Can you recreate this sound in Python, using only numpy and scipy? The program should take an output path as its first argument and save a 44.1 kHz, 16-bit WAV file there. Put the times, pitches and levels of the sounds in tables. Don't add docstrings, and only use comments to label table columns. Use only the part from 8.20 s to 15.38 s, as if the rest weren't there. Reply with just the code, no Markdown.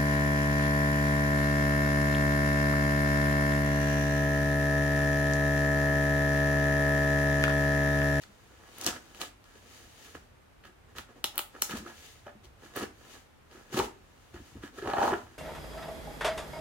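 import sys
import numpy as np
from scipy import signal
from scipy.fft import rfft, irfft
from scipy.io import wavfile

SR = 44100
rng = np.random.default_rng(int(sys.argv[2]) if len(sys.argv) > 2 else 0)


def to_wav(s):
    ch = np.atleast_2d(s).T
    pcm = np.round(np.clip(ch, -1, 1) * 32767)
    wavfile.write(sys.argv[1], SR, pcm.astype(np.int16))


N = 316638


def undb(db):
    return 10 ** (np.asarray(db) / 20)


def unit(x):
    return x / np.sqrt(np.mean(x ** 2))


def ring(x, hz, width):
    return signal.lfilter(*signal.iirpeak(min(hz, 0.45 * SR), hz / width, fs=SR), x)


def body(x, modes):
    out = 0
    for k, (hz, width, db) in enumerate(modes):
        out = out + (-1) ** k * undb(db) * ring(x, hz, width)
    return out


def coloured(x, points):
    hz, db = np.transpose(points)
    f = np.maximum(np.fft.rfftfreq(x.shape[-1], 1 / SR), 1)
    gain = undb(np.interp(np.log(f), np.log(hz), db))
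    return irfft(rfft(x) * gain, x.shape[-1])


def add(track, s, x):
    i = int(s * SR)
    track[i:i + len(x)] += x[:N - i]


def slips(rate, spread_db):
    happens = rng.random(N) < rate / SR
    strength = rng.standard_normal(N)
    return happens * strength * undb(spread_db * rng.exponential(1, N))


def swells(s, db, rise_s, fall_s, hold_s=0):
    t = np.arange(0, N, 32)[:, None] / SR
    before = np.maximum(s - t, 0) / np.maximum(rise_s, 0.002)
    after = np.maximum(t - s - hold_s, 0) / np.maximum(fall_s, 0.002)
    gain = np.sqrt(np.sum(undb(db - 20 * (before + after)) ** 2, axis=1))
    return np.interp(np.arange(N) / SR, t[:, 0], gain)


# f/Hz, relative level per Hz/dB
AIR_SPECTRUM = [(15, -46), (25, 17), (54, -4), (76, -3), (155, -5.5), (370, -8.5), (637, -10.5),
                (792, -10.5), (1700, -14.5), (2110, -17), (2620, -18.5), (5040, -27), (15000, -34),
                (16700, -52)]


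def air(level_db=-56):
    own = coloured(rng.standard_normal((2, N)), AIR_SPECTRUM)
    shared = coloured(rng.standard_normal(N), AIR_SPECTRUM)
    lowpass = signal.butter(2, 110, fs=SR, output="sos")
    low = signal.sosfiltfilt(lowpass, shared - 0.32 * own)
    return unit(own + low) * undb(level_db)


# t/s, level/dB
SHIFTS = [(0.68, -45), (1.96, -52.5), (2.12, -59), (2.78, -52), (3.58, -48.5), (4.04, -58), (4.26, -54),
          (4.59, -44), (5.6, -43), (6.15, -44), (6.36, -47.5), (6.66, -46), (6.79, -59), (6.9, -42),
          (7.05, -52)]


def bed(rest_db=-65, rise_s=0.048, fall_s=0.097):
    band = signal.butter(2, (50, 115), "band", fs=SR, output="sos")
    rumble = unit(signal.sosfilt(band, rng.standard_normal(N)))
    s, db = np.transpose(SHIFTS)
    return rumble * np.hypot(undb(rest_db), swells(s, db, rise_s, fall_s))


# peak t/s, rise per 20 dB/s, fall per 20 dB/s (below 0.002 acts as 0.002), sliding level/dB, panel level/dB
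RUBS = [(0.5, 0.4, -0.2, -70, -57), (0.65, 0.1446, 0.01, -47, -42), (0.93, 2.7, 0.3, -66, -60.5),
        (1.56, 0.32, 0.3, -58.5, -57.5), (1.86, 0.3, 0.2, -57, -57), (3.47, 0.23, 0.3, -58, -56),
        (3.86, 0.45, 0.24, -56.5, -58.5), (4.448, .08, 0.19, -61, -52.5), (4.941, 0.26, 0.12, -57, -52),
        (5.328, 0.05, 0.36, -63.5, -53.5), (5.52, .06, 0.22, -61.5, -52), (4.539, -0.07, -0.3, -54, -57),
        (6.05, 1, .3, -72, -67), (6.27, 0.35, 0.4, -64, -60.5)]
# t/s, hold/s, panel level/dB, edge rasp level/dB, sliding level/dB
GRIPS = [(0.019, 0.01, -53, -73, -57.5), (0.664, 0.023, -31.5, -36, -40), (0.74, 0.026, -49, -47, -57),
         (0.956, 0.027, -52, -58, -59.5), (1.009, 0.015, -37, -42.5, -45.5),
         (1.045, 0.015, -51.5, -59, -53.5), (1.255, 0.086, -74, -63, -70.5), (1.358, .02, -53, -65, -67),
         (1.95, 0.0089, -50.5, -52.5, -61), (2.449, 0.023, -58, -56, -67.5),
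         (2.687, 0.032, -58, -67.5, -76), (2.766, 0.027, -49, -48.5, -53.5),
         (2.892, 0.024, -55, -62.5, -73), (2.959, 0.037, -52, -66, -73), (3.145, 0.026, -50.5, -52, -62.5),
         (3.345, 0.043, -54.5, -59.5, -86), (3.499, 0.022, -41.5, -39.5, -47.5),
         (3.555, 0.025, -43.5, -46.5, -49.5), (3.666, 0.034, -46.5, -49, -60),
         (4.066, 0.021, -52, -50.5, -89), (4.241, 0.0085, -52.5, -60, -64.5),
         (4.56, 0.037, -39, -42.5, -47), (4.619, 0.011, -35.5, -40, -49.5), (5.531, 0.044, -40, -46, -48),
         (5.572, 0.022, -20.5, -33, -41), (5.628, 0.023, -35.5, -46.5, -49.5),
         (6.14, 0.037, -53.5, -53.5, -65.5), (6.363, .015, -53, -67.5, -77),
         (6.428, 0.036, -54, -50.5, -61)]
# t/s, panel level/dB, flap creak level/dB, edge rasp level/dB, sliding level/dB
BEND = [(6.52, -58, -83, -81, -76), (6.585, -46, -48, -45.5, -55.5), (6.615, -56, -62, -52, -64),
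        (6.64, -38.5, -48, -43.5, -62), (6.69, -39, -32.5, -40.5, -57.5), (6.725, -53, -51, -41, -58),
        (6.775, -38, -35.5, -38.5, -56.5), (6.84, -31.5, -27.5, -33.5, -48.5),
        (6.89, -36.5, -35.5, -45.5, -48.5), (6.937, -31, -36, -34, -65), (6.96, -40.5, -55, -58, -59),
        (7.07, -67, -66, -68, -69.5), (7.18, -73, -68, -67, -69.5)]


def handling(grip_rise_s=0.017, grip_fall_s=0.038, rub_edges_db=-5, flaps_db=-5.5):
    def layers(panel, edge, slide):
        flap = (panel + edge) / 2 + flaps_db
        return panel, flap, edge, slide

    s, rise, fall, slide, panel = np.transpose(RUBS)
    rubs = [swells(s, db, rise, fall) for db in layers(panel, panel + rub_edges_db, slide)]
    s, hold, panel, edge, slide = np.transpose(GRIPS)
    grips = [swells(s, db, grip_rise_s, grip_fall_s, hold) for db in layers(panel, edge, slide)]
    s, *levels = np.transpose(BEND)
    t = np.arange(N) / SR
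    bend = [undb(np.interp(t, s, db, left=-120)) for db in levels]
    return np.sqrt(np.square(grips) + np.square(rubs) + np.square(bend))


# f/Hz, width/Hz, relative level/dB
PANEL_MODES = [(205, 31, -12.5), (250, 70, -0.5), (362, 61, 0), (487.5, 81, -1)]
FLAP_MODES = [(587, 36, 2.5), (700, 133, 3.5), (844, 121, 4), (1014, 150, 1.5)]
EDGE_MODES = [(1280, 210, 0), (1683, 223, 3), (3110, 660, -11.5), (4070, 2100, -21.5)]


def hands(panel_gain, flap_gain, edge_gain):
    shared = unit(slips(300, 2.4))
    flexing = shared + 0.5 * unit(slips(820, 1.3))
    creaking = shared + 1.8 * unit(slips(1500, 2.4))
    rasping = shared + 0.78 * unit(slips(1500, 2.5))
    panels = unit(body(flexing, PANEL_MODES))
    flaps = unit(body(ring(creaking, 670, 900), FLAP_MODES))
    edges = unit(body(rasping, EDGE_MODES))
    return undb(-4.5) * panel_gain * panels + undb(-1.5) * flap_gain * flaps + undb(-3) * edge_gain * edges


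# f/Hz, relative level per Hz/dB
SLIDE_SPECTRUM = [(880, -50.5), (1500, -23.5), (1690, -6.5), (2110, -8), (3000, -7), (4010, -9),
                  (7770, -12.5), (8420, -14.5), (13200, -17.5), (15900, -19.5), (16500, -55)]


def sliding(gain, alike=0.28):
    shared = alike * slips(9000, 1.1)
    each_port = np.array([slips(9000, 1.2), slips(9000, 1.7)])
    return undb(2.5) * gain * unit(coloured(shared + each_port, SLIDE_SPECTRUM))


# t/s, relative peak level/dB, ring f/Hz,
# treble level re ring/dB, body level re ring/dB, decay of the fibre noise/ms
SNAPS = [(0.02, -48, 5600, -15, -12, 0.4), (0.0358, -46, 3940, -26, -4, 0.44),
         (0.5842, -45.5, 2570, 14, -13, 0.4), (0.613, -27, 5900, -11, -10, 0.4),
         (0.638, -31, 5500, -14, -16, 0.4), (0.6454, -25, 6130, -17, -19, 0.4),
         (0.6648, -12.5, 5930, -31, -25, 0.4), (0.675, -21.5, 3040, -23, -13, 0.58),
         (0.948, -41, 2920, -25, -8, 0.4), (1.0156, -28.5, 3300, -12, 6.5, 0.36),
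         (1.2417, -54.5, 4200, -19, 7.5, 0.4), (2.441, -51, 2980, -25, -14, 0.4),
         (2.4532, -45.5, 2980, -19, -20, 0.4), (2.768, -50.5, 3170, -12, -4.5, 0.4),
         (2.7846, -33, 2770, -6, 4, 0.83), (3.0426, -21, 3050, -1.5, 8.5, 1),
         (3.1576, -48, 3080, 14, 10, 0.27), (3.1797, -21.5, 3170, 12, 1, 0.35),
         (3.1919, -27, 3100, -21, 8.5, 0.83), (3.4217, -13.5, 6150, -0.5, 0.5, 0.26),
         (3.51, -33, 2520, -5, 1, 0.4), (3.5716, -37, 5770, -16, 8, 0.44),
         (4.2462, -53, 3850, -18, 6.5, 0.4), (4.255, -47.5, 3470, -15, -12, 0.4),
         (4.564, -45.5, 3670, 21.5, -4, 0.33), (5.5763, -35, 2860, -27, 10, 0.23),
         (5.5913, -26.5, 3130, -22.5, 3.5, 0.3)]
# t/s, length/ms, relative level/dB
LEAD_INS = [(3.0404, 1.8, -31), (3.4172, 4.0, -28)]


def snaps(q=2.46):
    out, ms = np.zeros(N), np.arange(768) * 1000 / SR
    for s, db, hz, treble_db, body_db, decay_ms in SNAPS:
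        fibres = rng.standard_normal(len(ms)) * np.exp(-ms / max(decay_ms, 0.05))
        crack = (ms == 0) + 0.079 * fibres
        tape = ring(crack, hz, hz / q)
        thin_edge = ring(ring(crack, 12500, 9700), 12500, 9700)
        flap = ring(crack, 1500, 3600)
        snap = 0
        for part, part_db in ((tape, 0), (thin_edge, treble_db), (flap, body_db)):
            snap = snap + undb(part_db) * part / np.abs(part).max()
        add(out, s, undb(db) * snap)
    for s, length_ms, db in LEAD_INS:
        ramp = (ms < length_ms) * ms / length_ms
        lead_in = ring(rng.standard_normal(len(ms)) * ramp, 7700, 12000)
        add(out, s, undb(db) * lead_in)
    edges = undb(-1.0) * body(out, EDGE_MODES)
    box = undb(4) * body(out, PANEL_MODES + FLAP_MODES)
    return out + edges + box


# t/s, relative level/dB, contact ring f/Hz, tick level re knock/dB
KNOCKS = [(0.036, -36, 1450, -6), (0.089, -45, 205, -29), (0.665, -22.5, 320, -14),
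          (0.728, -29.5, 1280, -21), (1.012, -30.5, 1240, -21), (1.015, -31, 298, -21),
          (1.354, -43.5, 368, -8), (1.947, -38.5, 270, -8), (2.438, -36, 1770, -17),
          (2.489, -45.5, 348, -20), (2.956, -45, 270, -20), (3.347, -44, 312, -19),
          (3.362, -34.5, 1460, -26), (3.508, -31, 205, -22), (3.536, -18.5, 243, -19),
          (3.603, -31.5, 220, -30), (3.626, -31, 252, -30), (3.658, -34, 342, -27),
          (3.6635, -32.5, 1380, -25), (4.066, -23, 630, -26), (4.0668, -33.5, 1500, -12),
          (4.085, -39, 700, -23), (4.152, -40, 220, -30), (4.243, -46, 350, -15), (4.452, -40, 320, -13),
          (4.562, -33, 480, -27), (4.569, -22.5, 415, -20), (4.618, -25, 282, -23), (4.633, -27.5, 400, -2),
          (5.313, -45, 450, -1), (5.349, -41.5, 347, -20), (5.524, -31, 345, -25), (5.538, -27.5, 132, -32),
          (5.545, -24, 232, -6.5), (5.572, -16, 395, -11), (5.591, -13, 413, -23), (5.599, -8.5, 956, -19),
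          (6.142, -33, 347, -14), (6.201, -34, 258, -27), (6.354, -30, 263, -33), (6.436, -25.5, 273, -13),
          (6.477, -32, 1750, -8), (6.58, -29.5, 405, -19), (6.593, -32, 448, -11),
          (6.6242, -23.5, 400, -16), (6.641, -26.5, 364, -29), (6.657, -18.5, 487, -25),
          (6.677, -22.5, 368, -15), (6.69, -15.5, 486, -23), (6.7, -15.5, 740, -18), (6.71, -20, 700, -25),
          (6.735, -7, 720, -25.5), (6.765, -14, 704, -31), (6.783, -5, 740, -27), (6.815, -5.5, 710, -34),
          (6.825, -8, 746, -20), (6.83, -14, 1580, -24), (6.842, -18, 770, -37), (6.851, -7, 700, -28),
          (6.878, -9.5, 890, -22), (6.925, -15.5, 388, -35), (6.938, -17, 1510, -19), (6.94, -19, 400, -31)]


def knocks(cycles=1.73, rise=0.22, box_db=3, tick_ms=1.33):
    out, ticks, t = np.zeros(N), np.zeros(N), np.arange(2048) / SR
    for s, db, hz, tick_db in KNOCKS:
        envelope = np.exp(-t * hz / cycles) * (1 - np.exp(-t * hz / rise))
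        add(out, s, undb(db) * np.sin(2 * np.pi * hz * t) * envelope)
        tick = rng.standard_normal(len(t)) * np.exp(-1000 * t / tick_ms)
        add(ticks, s, undb(db + tick_db) * tick)
    box = undb(box_db) * body(out, PANEL_MODES + FLAP_MODES + EDGE_MODES)
    return out + box + undb(12) * ring(ring(ticks, 2000, 3200), 2300, 4400)


# f/Hz, t60/s, level re direct sound/dB
ROOM_BANDS = [(125, 0.12, -8), (247, 0.47, -6.5), (470, 0.38, -12.5), (990, 0.27, -3), (2000, 0.31, -6),
              (4000, 0.25, -5), (8000, 0.24, -3), (14000, .2, -6.5)]
# desk under the microphone, after the direct sound/ms; far wall/s
DESK_MS = (.67, .70)
WALL_S = (0.024, .0172)


def room(desk_db, near_db, near_s, gap_s=0.0043, wall_db=-15, left_lag=3):
    t = np.arange(SR // 2) / SR
    out = np.zeros((2, len(t)))
    octave = np.log2(np.fft.rfftfreq(len(t), 1 / SR) + 1)
    centres = np.log2(np.array(ROOM_BANDS)[:, 0])
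    for (hz, t60, db), own in zip(ROOM_BANDS, np.eye(len(ROOM_BANDS))):
        mid, side = rng.standard_normal((2, len(t)))
        apart = min((hz / 500) ** 2, 1)
        noise = (mid + apart * side * np.array([[1], [-1]])) / np.sqrt(1 + apart ** 2)
        weight = np.sqrt(np.interp(octave, centres, own))
        noise = irfft(rfft(noise) * weight, len(t))
        fade = np.exp(-np.log(1000) * t / t60) * np.clip(t / gap_s - 0.6, 0, 1)
        out += undb(db) * noise * fade / np.sqrt(np.sum(fade ** 2))
    near = ring(rng.standard_normal((2, len(t))), 5100, 7000) * np.exp(-t / near_s)
    out += undb(near_db) * near / np.sqrt(np.sum(near ** 2, axis=1, keepdims=True))
    for port, lag in enumerate((left_lag, 0)):
        out[port, lag] += 1
        desk_delay = DESK_MS[port] * SR / 1000 + lag
        out[port] += undb(desk_db) * np.sinc(np.arange(len(t)) - desk_delay)
        out[port, int(WALL_S[port] * SR)] += undb(wall_db)
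    return out


def scene():
    panel_gain, flap_gain, edge_gain, slide_gain = handling()
    tape = (undb(5.0) * snaps() + undb(-6.0) * knocks())[None]
    tape = signal.fftconvolve(tape, room(desk_db=-5, near_db=-8, near_s=0.0047), axes=1)
    box = hands(panel_gain, flap_gain, edge_gain)[None]
    box = signal.fftconvolve(box, room(desk_db=-16.5, near_db=-4, near_s=0.0063), axes=1)
    cloth = sliding(slide_gain)
    cloth = signal.fftconvolve(cloth, room(desk_db=-15.5, near_db=-6, near_s=0.00087), axes=1)
    return (tape + box + cloth)[:, :N] + bed() + air()


def record(dry):
    bass_cut = signal.butter(8, 39, "high", fs=SR, output="sos")
    top_cut = signal.ellip(10, 0.2, 70, 16100, fs=SR, output="sos")
    return signal.sosfilt(top_cut, signal.sosfilt(bass_cut, dry))


dry = scene()
out = record(dry)
to_wav(out)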